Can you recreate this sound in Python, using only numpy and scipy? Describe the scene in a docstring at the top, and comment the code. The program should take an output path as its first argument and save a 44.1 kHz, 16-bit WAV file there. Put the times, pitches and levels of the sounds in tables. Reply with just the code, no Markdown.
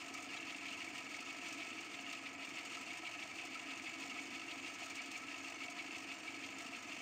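"""In a workshop, a bobbin winder runs at steady speed, laying plastic film strip onto a spinning spool.
A turning cam drives the strip guide along its track. On every turn the guide chatters in the same
pattern, shaking the frame and cover while the film swishes through, crackling and squeaking.
The housing knocks, and the follower (the part that rides on the cam) taps the frame and side panel.
Underneath are the hum of the gears and the steady noise of the room."""
import sys
import numpy as np
from scipy import signal
from scipy.fft import rfft, irfft
from scipy.io import wavfile
from scipy.ndimage import uniform_filter1d, minimum_filter1d

SR = 44100
rng = np.random.default_rng(int(sys.argv[2]) if len(sys.argv) > 2 else 0)


def digitize_waveform(pressure):
    """Quantize a signal to 16-bit integers and store it at the path in sys.argv[1].

    Rows of a 2-D input are taken as channels; values are limited to [-1, 1].
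    """
    field = np.atleast_2d(pressure).T
    bounded = np.clip(field, -1, 1)
    quanta = np.round(bounded * 32767).astype(np.int16)
    wavfile.write(sys.argv[1], SR, quanta)


N = 309141
TIME = np.arange(N) / SR
TURNS_PER_S = 6.228
PANEL_HZ, PANEL_SHIFT_HZ = 1294, 26.4   # the side panel's pitch, and about how far it strays

# Rubs of the guide in one cam turn, and how hard each works on four parts:
# start_s, swell_s, frame_db, guide_db, cover_db, film_db
TURN_RUBS = [(0.0125, 0.0041, -3, 7.6, 5, 2), (0.0223, 0.0023, -1, 0, 0, 4), (0.039, 0.0034, 1, -3, 1, 4),
             (0.06, 0.0028, -7, -9, 3, 2), (0.0794, 0.0037, -8, -4, 2, 5), (0.0943, 0.0028, -6, -1, 0, -1),
             (0.1013, 0.002, -7, 2, 1, -2), (0.126, 0.006, -2, -8, 1, 0), (0.143, 0.006, -1, -1, 1, 1),
             (0.1591, 0.006, -5, 1, 2, -4)]
# Knocks of the drive in one turn: start_s, relative_db
TURN_KNOCKS = [(0.010, -4), (0.029, 0), (0.072, 1), (0.094, -5), (0.108, 2), (0.124, -3), (0.141, -2),
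               (0.154, 0.5)]
# Taps of the follower in one turn: start_s, frame_relative_db, panel_relative_db
TURN_TAPS = [(0.023, -4, 0), (0.0425, 0, 0), (0.062, 1, -9), (0.082, -8, -1), (0.098, -5, -2),
             (0.141, -1, -3), (0.149, -12, 1)]
# Hard hits of the loose guide on its cover: start_s, guide_db, cover_db
GUIDE_CLACKS = [(0.016, -54, -49), (0.149, -46, -52), (0.342, -55, -49), (0.370, -50, -49),
                (0.427, -56, -41), (0.473, -56, -48), (0.500, -57, -54), (0.546, -58, -41),
                (0.655, -44, -57), (0.712, -58, -44), (0.730, -45, -43), (0.776, -58, -47),
                (0.804, -60, -44), (0.820, -45, -54), (0.876, -47, -55), (0.956, -47, -46),
                (0.983, -50, -42), (1.143, -42, -56), (1.189, -58, -47), (1.291, -55, -54),
                (1.386, -53, -56), (1.415, -63, -47), (1.466, -55, -49), (1.621, -41, -55),
                (1.703, -59, -47), (1.728, -61, -45), (1.779, -53, -53), (1.789, -42, -42),
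                (2.064, -61, -44), (2.072, -56, -48), (2.092, -60, -49), (2.128, -54, -42),
                (2.267, -42, -47), (2.350, -49.5, -58), (2.447, -56, -41), (2.571, -51, -45),
                (2.587, -46, -54), (2.608, -49, -59), (2.732, -55, -52), (2.749, -51.5, -52),
                (2.766, -52, -54), (2.865, -53, -45), (2.907, -45, -54), (2.936, -45.5, -57),
                (3.052, -51, -48), (3.064, -50, -46), (3.138, -60, -46), (3.191, -61, -42),
                (3.226, -43, -54), (3.313, -47, -53), (3.393, -43, -44), (3.554, -49, -53),
                (3.595, -52, -41), (3.694, -48, -47), (3.735, -58, -46), (3.795, -46, -59),
                (3.865, -50, -56), (3.875, -48, -58), (3.894, -49, -56), (3.936, -65, -49),
                (4.098, -57, -43), (4.119, -56, -56), (4.188, -41, -55), (4.396, -58, -45),
                (4.415, -50, -45), (4.484, -53, -50), (4.629, -60, -51), (4.647, -48, -43),
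                (4.668, -51, -51), (4.827, -57, -45.5), (4.990, -36, -46), (5.155, -40.5, -53),
                (5.283, -50, -46), (5.342, -60, -41), (5.445, -50, -47), (5.604, -58, -47),
                (5.617, -44.5, -56.5), (5.682, -48, -44), (5.792, -43, -56), (5.908, -56, -45),
                (5.948, -53, -50), (6.115, -53, -48), (6.278, -37, -48), (6.342, -50, -50),
                (6.488, -57.5, -44), (6.604, -46, -51), (6.665, -57, -46), (6.734, -50, -53),
                (6.747, -60, -42), (6.920, -45.5, -55)]
# Bites of the guide into its track: start_s, level_db
GUIDE_RASPS = [(0.368, -47), (0.502, -49), (0.683, -48), (1.143, -50), (1.456, -50), (1.599, -49),
               (1.621, -52), (1.937, -50), (2.129, -47), (2.260, -47), (2.431, -53), (2.750, -53),
               (2.908, -56), (3.048, -50), (3.065, -51), (3.224, -50), (3.704, -49), (4.025, -52),
               (4.512, -49), (4.659, -50), (4.675, -53), (5.637, -50), (5.786, -49), (5.947, -55),
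               (6.277, -51), (6.439, -50)]
# Hard landings of the follower: start_s, frame_db, panel_db
FOLLOWER_BLOWS = [(0.146, -67, -50.5), (0.189, -56, -64), (0.345, -52, -50), (0.633, -68, -61),
                  (0.950, -70, -53), (1.223, -65, -52), (2.078, -64, -58), (2.131, -64, -52),
                  (2.771, -64, -52), (3.031, -55, -56), (3.151, -54, -53), (3.554, -66, -47),
                  (3.742, -56, -54), (4.054, -56, -64), (4.114, -70, -53), (4.161, -64, -52.5),
                  (4.818, -51, -64), (4.866, -69, -50), (5.004, -64, -53), (5.227, -64, -53),
                  (5.612, -68, -52), (5.682, -51, -62.5), (6.003, -54, -64), (6.643, -53, -59)]
# Snaps of the tight film: start_s, level_db
FILM_CRACKLES = [(0.1396, -48.5), (0.2244, -52.5), (0.9802, -54), (1.2035, -56), (1.486, -62),
                 (1.5244, -55.5), (2.126, -50), (2.167, -65), (2.4473, -53), (2.768, -64), (2.811, -58),
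                 (3.45, -52.5), (4.857, -55), (4.8998, -63), (4.9531, -50.5), (5.061, -61), (5.115, -50),
                 (5.174, -53), (5.6994, -55), (5.982, -54.5), (6.5838, -53), (6.605, -54), (6.62, -55)]
# Moments when the guide's chatter and the film's hiss swell or dip, including single hard strokes:
# middle_s, half_length_s, guide_and_cover_db, film_db
SWELLS_AND_DIPS = [(0.181, 0.21, -1.7, 0.5), (0.687, 0.018, 2, 2), (1.505, 0.15, 0.8, 2),
                   (2.134, 0.018, 2.5, 1), (2.329, 0.2, -1.2, -2.5), (2.377, 0.037, -2, -4),
                   (3.873, 0.03, 1.4, -3), (4.75, 0.4, 0.8, 1.5), (5, 0.022, 2.5, -11),
                   (5.2, 0.22, -0.76, -1.5), (5.674, 0.013, -6, -1), (5.79, 0.032, 3.5, -1),
                   (6.161, 0.16, -2.5, 0), (6.92, 0.13, 0, 1)]
# Load on the drive, which makes the housing louder or softer: time_s, relative_db
HOUSING_LOAD = [(0.0, -0.5), (1.5, 1.5), (2.2, -1), (3.8, -0.5), (4.13, 2.5), (4.4, 1), (5.2, -1.5),
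                (6.5, 1.1), (7.0, -0.5)]
# Tones of the gears: cycles_per_turn, level_db
GEAR_TONES = [(11, -89.5), (14, -84), (16, -82), (19, -82), (22, -83), (31, -81.5), (33, -85), (44, -65),
              (48, -76), (52, -75.5), (54, -73), (66, -80.5)]

# The notes each part rings at (a wider note dies sooner): pitch_hz, width_hz, level_db
GUIDE_NOTES = [(2145, 130, -61.5), (2248.5, 75, -57.5), (2387, 157, -59.5)]
GUIDE_EDGE_NOTES = [(5490, 180, -74), (5870, 83, -76.5), (6010, 120, -74.5), (6600, 150, -73.5),
                    (6960, 110, -77), (7870, 170, -88.5), (8320, 100, -81.5), (8750, 110, -86.5)]
COVER_NOTES = [(2558, 82, -60), (2728, 200, -60.5), (2987, 100, -68.5), (3105, 70, -76.5), (3630, 130, -77),
               (4367, 51, -74), (4613, 100, -73.5), (5060, 72, -74)]
FRAME_NOTES = [(643, 35, -71), (701, 41, -63.5), (767, 98, -68.5), (883, 27, -77), (997, 29, -69.5),
               (1060, 160, -84)]
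PANEL_NOTES = [(1190, 75, -73.5), (1274, 71, -64.5), (1696, 90, -66), (1857, 29, -67.5), (1970, 77, -69.5)]
HOUSING_NOTES = [(291, 107, -66.5), (463.2, 24, -78)]
# The notes of one bounce of the loose guide: pitch_hz, width_hz, relative_db
BOUNCE_NOTES = [(2343, 54, -10.5), (2740, 74, -4), (2960, 450, -16)]

# How strong each noise is from low to high pitch: pitch_hz, relative_db
SCRAPE_SPECTRUM = [(1000, -7.5), (1550, -10), (2000, 1), (2900, -0.5), (3300, -2), (3650, -5),
                   (3850, -13.5), (4300, -5), (5500, -16.5), (7500, -16), (9500, -30)]
RASP_SPECTRUM = [(1700, -16.5), (2250, 6), (2750, 4.5), (3150, 7), (3600, -2), (3850, 3.5), (4400, -6),
                 (5500, -11), (8500, -24), (9500, -35)]
SWISH_SPECTRUM = [(2500, -8.5), (4500, -1.5), (5700, -3), (6600, 0.5), (7400, -0.5), (7900, -6), (8550, -3),
                  (9300, -17.5), (10500, -23), (12400, -24.5), (14400, -16), (15600, -20)]
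CRACKLE_SPECTRUM = [(2500, -8), (4500, -1), (6600, 2), (7900, -1), (8550, -2.5), (9500, -14.5),
                    (12400, -21), (14400, -15), (15600, -18)]
WORKSHOP_SPECTRUM = [(20, -25), (50, -19), (75, -13), (95, -3), (170, -2.5), (235, 1.5), (370, -1),
                     (470, 2.5), (540, -1), (800, -1), (1200, 1.5), (1480, 0), (3000, -11.5), (11000, -38)]


def guide_chatter():
    """The guide runs along its track; each rub shakes frame, guide and cover and tugs the film."""
    starts, swell_s, frame_db, guide_db, cover_db, film_db = np.transpose(TURN_RUBS)
    guide_gain, film_gain = level_changes()
    on_frame = turn_force(starts, swell_s, frame_db - 4.5, uneven_db=1, jitter_s=0.00076)
    on_guide = guide_gain * turn_force(starts, swell_s, guide_db - 5, uneven_db=1.5, jitter_s=0.00027)
    on_cover = guide_gain * turn_force(starts, swell_s, cover_db, uneven_db=2, jitter_s=0.0007)
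    on_film = film_gain * turn_force(starts, swell_s, film_db, uneven_db=2, jitter_s=0.00082)
    frame = rubbed(FRAME_NOTES + PANEL_NOTES, on_frame, per_s=2500, spread_db=3)
    guide = rubbed(GUIDE_NOTES, on_guide, per_s=2200, spread_db=3)
    cover = rubbed(COVER_NOTES, on_cover, per_s=1500, spread_db=3.5)
    # the hardest rubs also scrape, with a broader and brighter sound
    scrape_force = on_guide ** 0.53 * on_cover ** 0.8
    scrape = from_db(-57.5) * scrape_force * colour(slips(per_s=9000, spread_db=5), SCRAPE_SPECTRUM)
    return frame + guide + cover + scrape + film_swish(on_film) + guide_rattle(on_cover)


def level_changes():
    """The guide's chatter and the film's hiss drift in level by chance, and swell or dip at set times."""
    middle_s, half_s, guide_db, film_db = np.transpose(SWELLS_AND_DIPS)
    bumps = np.cos(np.pi / 2 * np.clip((TIME[:, None] - middle_s) / half_s, -1, 1)) ** 2
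    drift_db = 0.5 * wander(per_s=2)
    return from_db(drift_db + bumps @ guide_db), from_db(drift_db + bumps @ film_db)


def guide_rattle(force, per_s=18):
    """The loose guide bounces along, more often the harder it is pushed."""
    bounces_so_far = np.cumsum(per_s * force ** 2) / SR
    counts = np.arange(int(bounces_so_far[-1]) - 1)
    starts = np.interp(counts + rng.random(len(counts)), bounces_so_far, TIME)
    level_db = 2 * rng.standard_normal(len(starts))
    return from_db(-49.5) * soften(struck(BOUNCE_NOTES, starts, level_db, uneven_db=5), cut_hz=2400)


def guide_clacks():
    """The guide hits its cover with a bright scuff; both ring, at pitches set by where they touch."""
    starts, guide_db, cover_db = np.transpose(GUIDE_CLACKS)
    guide_shift, cover_shift = rng.uniform(-1.04, 1, (len(starts), 2)).T
    guide = pings(starts, hz=2278 + 39.8 * guide_shift, level_db=guide_db, rise_s=0.003)
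    cover = pings(starts, hz=2750 + 86 * cover_shift, level_db=cover_db, rise_s=0.0019)
    force = np.sqrt(swells(starts, swell_s=0.002, level_db=np.maximum(guide_db, cover_db)))
    scuff = from_db(-8) * force * colour(rng.standard_normal(N), SCRAPE_SPECTRUM)
    return guide + cover + scuff


def guide_rasps():
    """The guide bites into its track: a short, gritty burst of slips."""
    starts, level_db = np.transpose(GUIDE_RASPS)
    force = np.sqrt(swells(starts, swell_s=0.0032, level_db=level_db))
    return force * colour(slips(per_s=5100, spread_db=6), RASP_SPECTRUM)


def drive_knocks():
    """The drive rolls in its hollow housing; each knock rings the housing and makes the gears throb."""
    starts, knock_db = np.transpose(TURN_KNOCKS)
    times = turn_starts() + starts
    shift, harder = rng.uniform(-0.93, 1, (2, *times.shape))
    level_db = -56.5 + knock_db + 1.1 * harder
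    knocks = pings(times, hz=293.6 + 35.8 * shift, level_db=level_db, rise_s=0.0052)
    force = turn_force(starts, swell_s=0.0025, level_db=knock_db + 8, uneven_db=0.5, jitter_s=0.00026)
    rolling = rubbed(HOUSING_NOTES, force=np.ones(N), per_s=8200, spread_db=4)
    load_s, load_db = np.transpose(HOUSING_LOAD)
    load = rms_one(from_db(np.interp(TIME, load_s, load_db)))
    return load * (knocks + rolling) + gear_hum(force)


def follower_taps():
    """The follower taps the frame and side panel at nearly the same points of every turn."""
    starts, frame_db, panel_db = np.transpose(TURN_TAPS)
    late, harder = rng.standard_normal((2, len(turn_starts()), len(starts)))
    times = turn_starts() + starts + 0.000702 * late
    frame = struck(FRAME_NOTES, *np.broadcast_arrays(times, frame_db), uneven_db=1)
    pitch_hz = PANEL_HZ + PANEL_SHIFT_HZ * rng.uniform(-1.08, 1, times.shape)
    panel = pings(times, pitch_hz, level_db=-59.5 + panel_db + harder, rise_s=0.005)
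    return from_db(-55.5) * soften(frame, cut_hz=1600) + panel


def follower_blows():
    """Now and then the follower lands hard, and the frame or panel rings out clearly."""
    starts, frame_db, panel_db = np.transpose(FOLLOWER_BLOWS)
    shift = rng.uniform(-1.1, 1, len(starts))
    frame = pings(starts, hz=706, level_db=frame_db, rise_s=0.005)
    return frame + pings(starts, PANEL_HZ + PANEL_SHIFT_HZ * shift, panel_db, rise_s=0.0042)


def film_swish(force):
    """The sliding film hisses and sets the thin edge of the guide ringing."""
    hiss = from_db(-63) * force * colour(slips(per_s=6000, spread_db=2.5), SWISH_SPECTRUM)
    return hiss + rubbed(GUIDE_EDGE_NOTES, force, per_s=900, spread_db=8.5)


def film_crackles():
    """The tight film snaps off the edge of the guide in short, bright bursts."""
    starts, level_db = np.transpose(FILM_CRACKLES)
    force = np.sqrt(swells(starts - 0.0005, swell_s=0.0024, level_db=level_db))
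    return force * colour(rng.standard_normal(N), CRACKLE_SPECTRUM)


def film_squeaks(per_s=18):
    """The film sticks and slips on the guide in tiny, high squeaks."""
    when, pitch, softness = rng.random((int(per_s * TIME[-1]), 3)).T
    pitch_hz = 6900 + 635 * (2 * pitch - 1)
    return pings(when * TIME[-1], pitch_hz, level_db=-53.5 - 9 * np.sqrt(softness), rise_s=0.0018)


def gear_hum(knock_force):
    """The gears hum in step with the cam; the changing load makes each tone waver and throb."""
    hum = 0
    for cycles_per_turn, db in GEAR_TONES:
        hz = cycles_per_turn * TURNS_PER_S
        tone = np.sqrt(2) * np.sin(2 * np.pi * (hz * TIME + rng.random()))
        waver = 0.36 * resonate(rng.standard_normal(N), hz, width_hz=4.5)
        hum += from_db(db) * (tone + waver)
    throb = rms_one(soften(knock_force, cut_hz=190) ** 0.36)
    return throb * hum


def room_echo(x, fade_s, echo_db):
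    """Adds many slightly duller echoes from floor and walls, which drop 60 dB in fade_s."""
    age = TIME[:SR // 2]
    tail = rng.standard_normal(len(age)) * from_db(-60 * age / fade_s) * (age > 0.004)
    tail = signal.lfilter([1], [1, -0.5], tail)
    return x + from_db(echo_db) * signal.fftconvolve(x, tail / np.linalg.norm(tail))[:N]


def workshop_noise():
    """The soft, steady rush of the workshop."""
    return from_db(-61.5) * colour(rng.standard_normal(N), WORKSHOP_SPECTRUM)


def turn_starts():
    """The times at which the cam begins a turn, as a column."""
    return np.arange(-1, TIME[-1] * TURNS_PER_S)[:, None] / TURNS_PER_S


def turn_force(starts, swell_s, level_db, uneven_db, jitter_s):
    """The force of steady sliding, plus contacts that come back on each turn, never quite alike."""
    late, harder = rng.standard_normal((2, len(turn_starts()), len(starts)))
    times = turn_starts() + starts + jitter_s * late
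    return np.sqrt(0.5 + swells(times, swell_s, level_db + uneven_db * harder))


def swells(starts, swell_s, level_db):
    """The power of contacts that each grip quickly, peak after swell_s and let go."""
    power = np.zeros(N)
    for start, swell, db in np.broadcast(starts, swell_s, level_db):
        span = slice(*np.searchsorted(TIME, [start, start + 10 * swell]))
        age = (TIME[span] - start) / swell
        power[span] += from_db(db) ** 2 * age * np.exp(1 - age)
    return power


def slips(per_s, spread_db):
    """Friction: tiny slips at random moments, of random size and direction."""
    sizes = from_db(spread_db * np.clip(rng.standard_normal(N), -2, 2)) * rng.choice([-1, 1], N)
    return sizes * (rng.random(N) < per_s / SR)


def rubbed(notes, force, per_s, spread_db):
    """Tiny slips keep each note of a part ringing, louder when the force is greater."""
    rings = sum(from_db(db) * resonate(force * slips(per_s, spread_db), hz, width_hz)
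                for hz, width_hz, db in notes)
    return rings * np.sqrt(np.mean(force ** 2))


def struck(notes, starts, level_db, uneven_db):
    """Sharp hits start all the notes of a part at once; each has its own strength and dies away."""
    inside = (starts >= 0) & (starts < TIME[-1])
    at = (starts[inside] * SR).astype(int)
    loudest_db = max(db for _, _, db in notes)
    out = np.zeros(N)
    for hz, width_hz, db in notes:
        hit_db = level_db[inside] + db - loudest_db + uneven_db * rng.standard_normal(len(at))
        hits = np.zeros(N)
        hits[at] = from_db(hit_db) * rng.choice([-1, 1], len(at))
        decay, angle = np.exp(-np.pi * width_hz / SR), 2 * np.pi * hz / SR   # per sample
        out += signal.lfilter([1, 0, -1], [2, -4 * decay * np.cos(angle), 2 * decay ** 2], hits + 1e-18)
    return out


def pings(starts, hz, level_db, rise_s):
    """Short, clear rings that build up over rise_s and then die away."""
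    out = np.zeros(N)
    for start, pitch, db in np.broadcast(starts, hz, level_db):
        span = slice(*np.searchsorted(TIME, [start, start + 10 * rise_s]))
        age = TIME[span] - start
        tone = np.sqrt(2) * np.sin(2 * np.pi * (pitch * age + rng.random()))
        out[span] += from_db(db) * age / rise_s * np.exp(1 - age / rise_s) * tone
    return out


def resonate(x, hz, width_hz):
    """Keeps only the sound near one pitch, at an average level of 1."""
    edges = [max(hz - width_hz / 2, 20), hz + width_hz / 2]
    return rms_one(signal.sosfilt(signal.butter(2, edges, "band", fs=SR, output="sos"), x))


def colour(x, spectrum, size=8192):
    """Shapes the lows and highs of a sound to follow a spectrum, at an average level of 1."""
    hz, db = np.transpose(spectrum)
    octave, points = np.log2(np.fft.rfftfreq(size, 1 / SR) + 1), np.log2(hz)
    octaves_outside = np.abs(octave - np.clip(octave, points[0], points[-1]))
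    gain = from_db(np.interp(octave, points, db) - 10 * octaves_outside)
    # make the filter ring only after each click, never before it (minimum phase)
    cepstrum = irfft(np.log(gain))
    cepstrum[1:size // 2] *= 2
    cepstrum[size // 2 + 1:] = 0
    click_response = irfft(np.exp(rfft(cepstrum)))
    return rms_one(signal.fftconvolve(x, click_response)[:N])


def soften(x, cut_hz):
    """A contact that lasts a moment smooths away the fastest motion."""
    return signal.sosfilt(signal.butter(3, cut_hz, fs=SR, output="sos"), x)


def wander(per_s):
    """A smooth random drift with a typical size of 1."""
    steps = np.arange(0, TIME[-1] + 1, 0.01)
    smoother = signal.butter(2, per_s, fs=1 / steps[1], output="sos")
    slow = signal.sosfiltfilt(smoother, rng.standard_normal(2 * len(steps)))
    return np.interp(TIME, steps, rms_one(slow[len(steps) // 2:][:len(steps)]))


def from_db(db):
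    """Turns decibels into a number to multiply by."""
    return 10 ** (np.asarray(db) / 20)


def rms_one(x):
    """Scales a signal to an average (rms) level of 1."""
    return x / np.sqrt(np.mean(x ** 2) + 1e-20)


def scene():
    """The winder heard from close by, over the noise of the workshop."""
    winder = drive_knocks() + follower_taps() + follower_blows()
    winder += guide_chatter() + guide_clacks() + guide_rasps()
    winder += film_crackles() + film_squeaks()
    return (room_echo(winder, fade_s=0.38, echo_db=-19) + workshop_noise())[None]


def record(dry, limit_db=-36.5, cutoff_hz=15600):
    """A fast limiter turns down the loudest peaks, and the highest treble is cut."""
    allowed = np.minimum(1, from_db(limit_db) / (np.abs(dry) + 1e-12))
    gain = uniform_filter1d(minimum_filter1d(allowed, size=130), size=130)
    return signal.sosfilt(signal.ellip(10, 0.2, 70, cutoff_hz, fs=SR, output="sos"), dry * gain)


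dry = scene()
out = record(dry)
digitize_waveform(out)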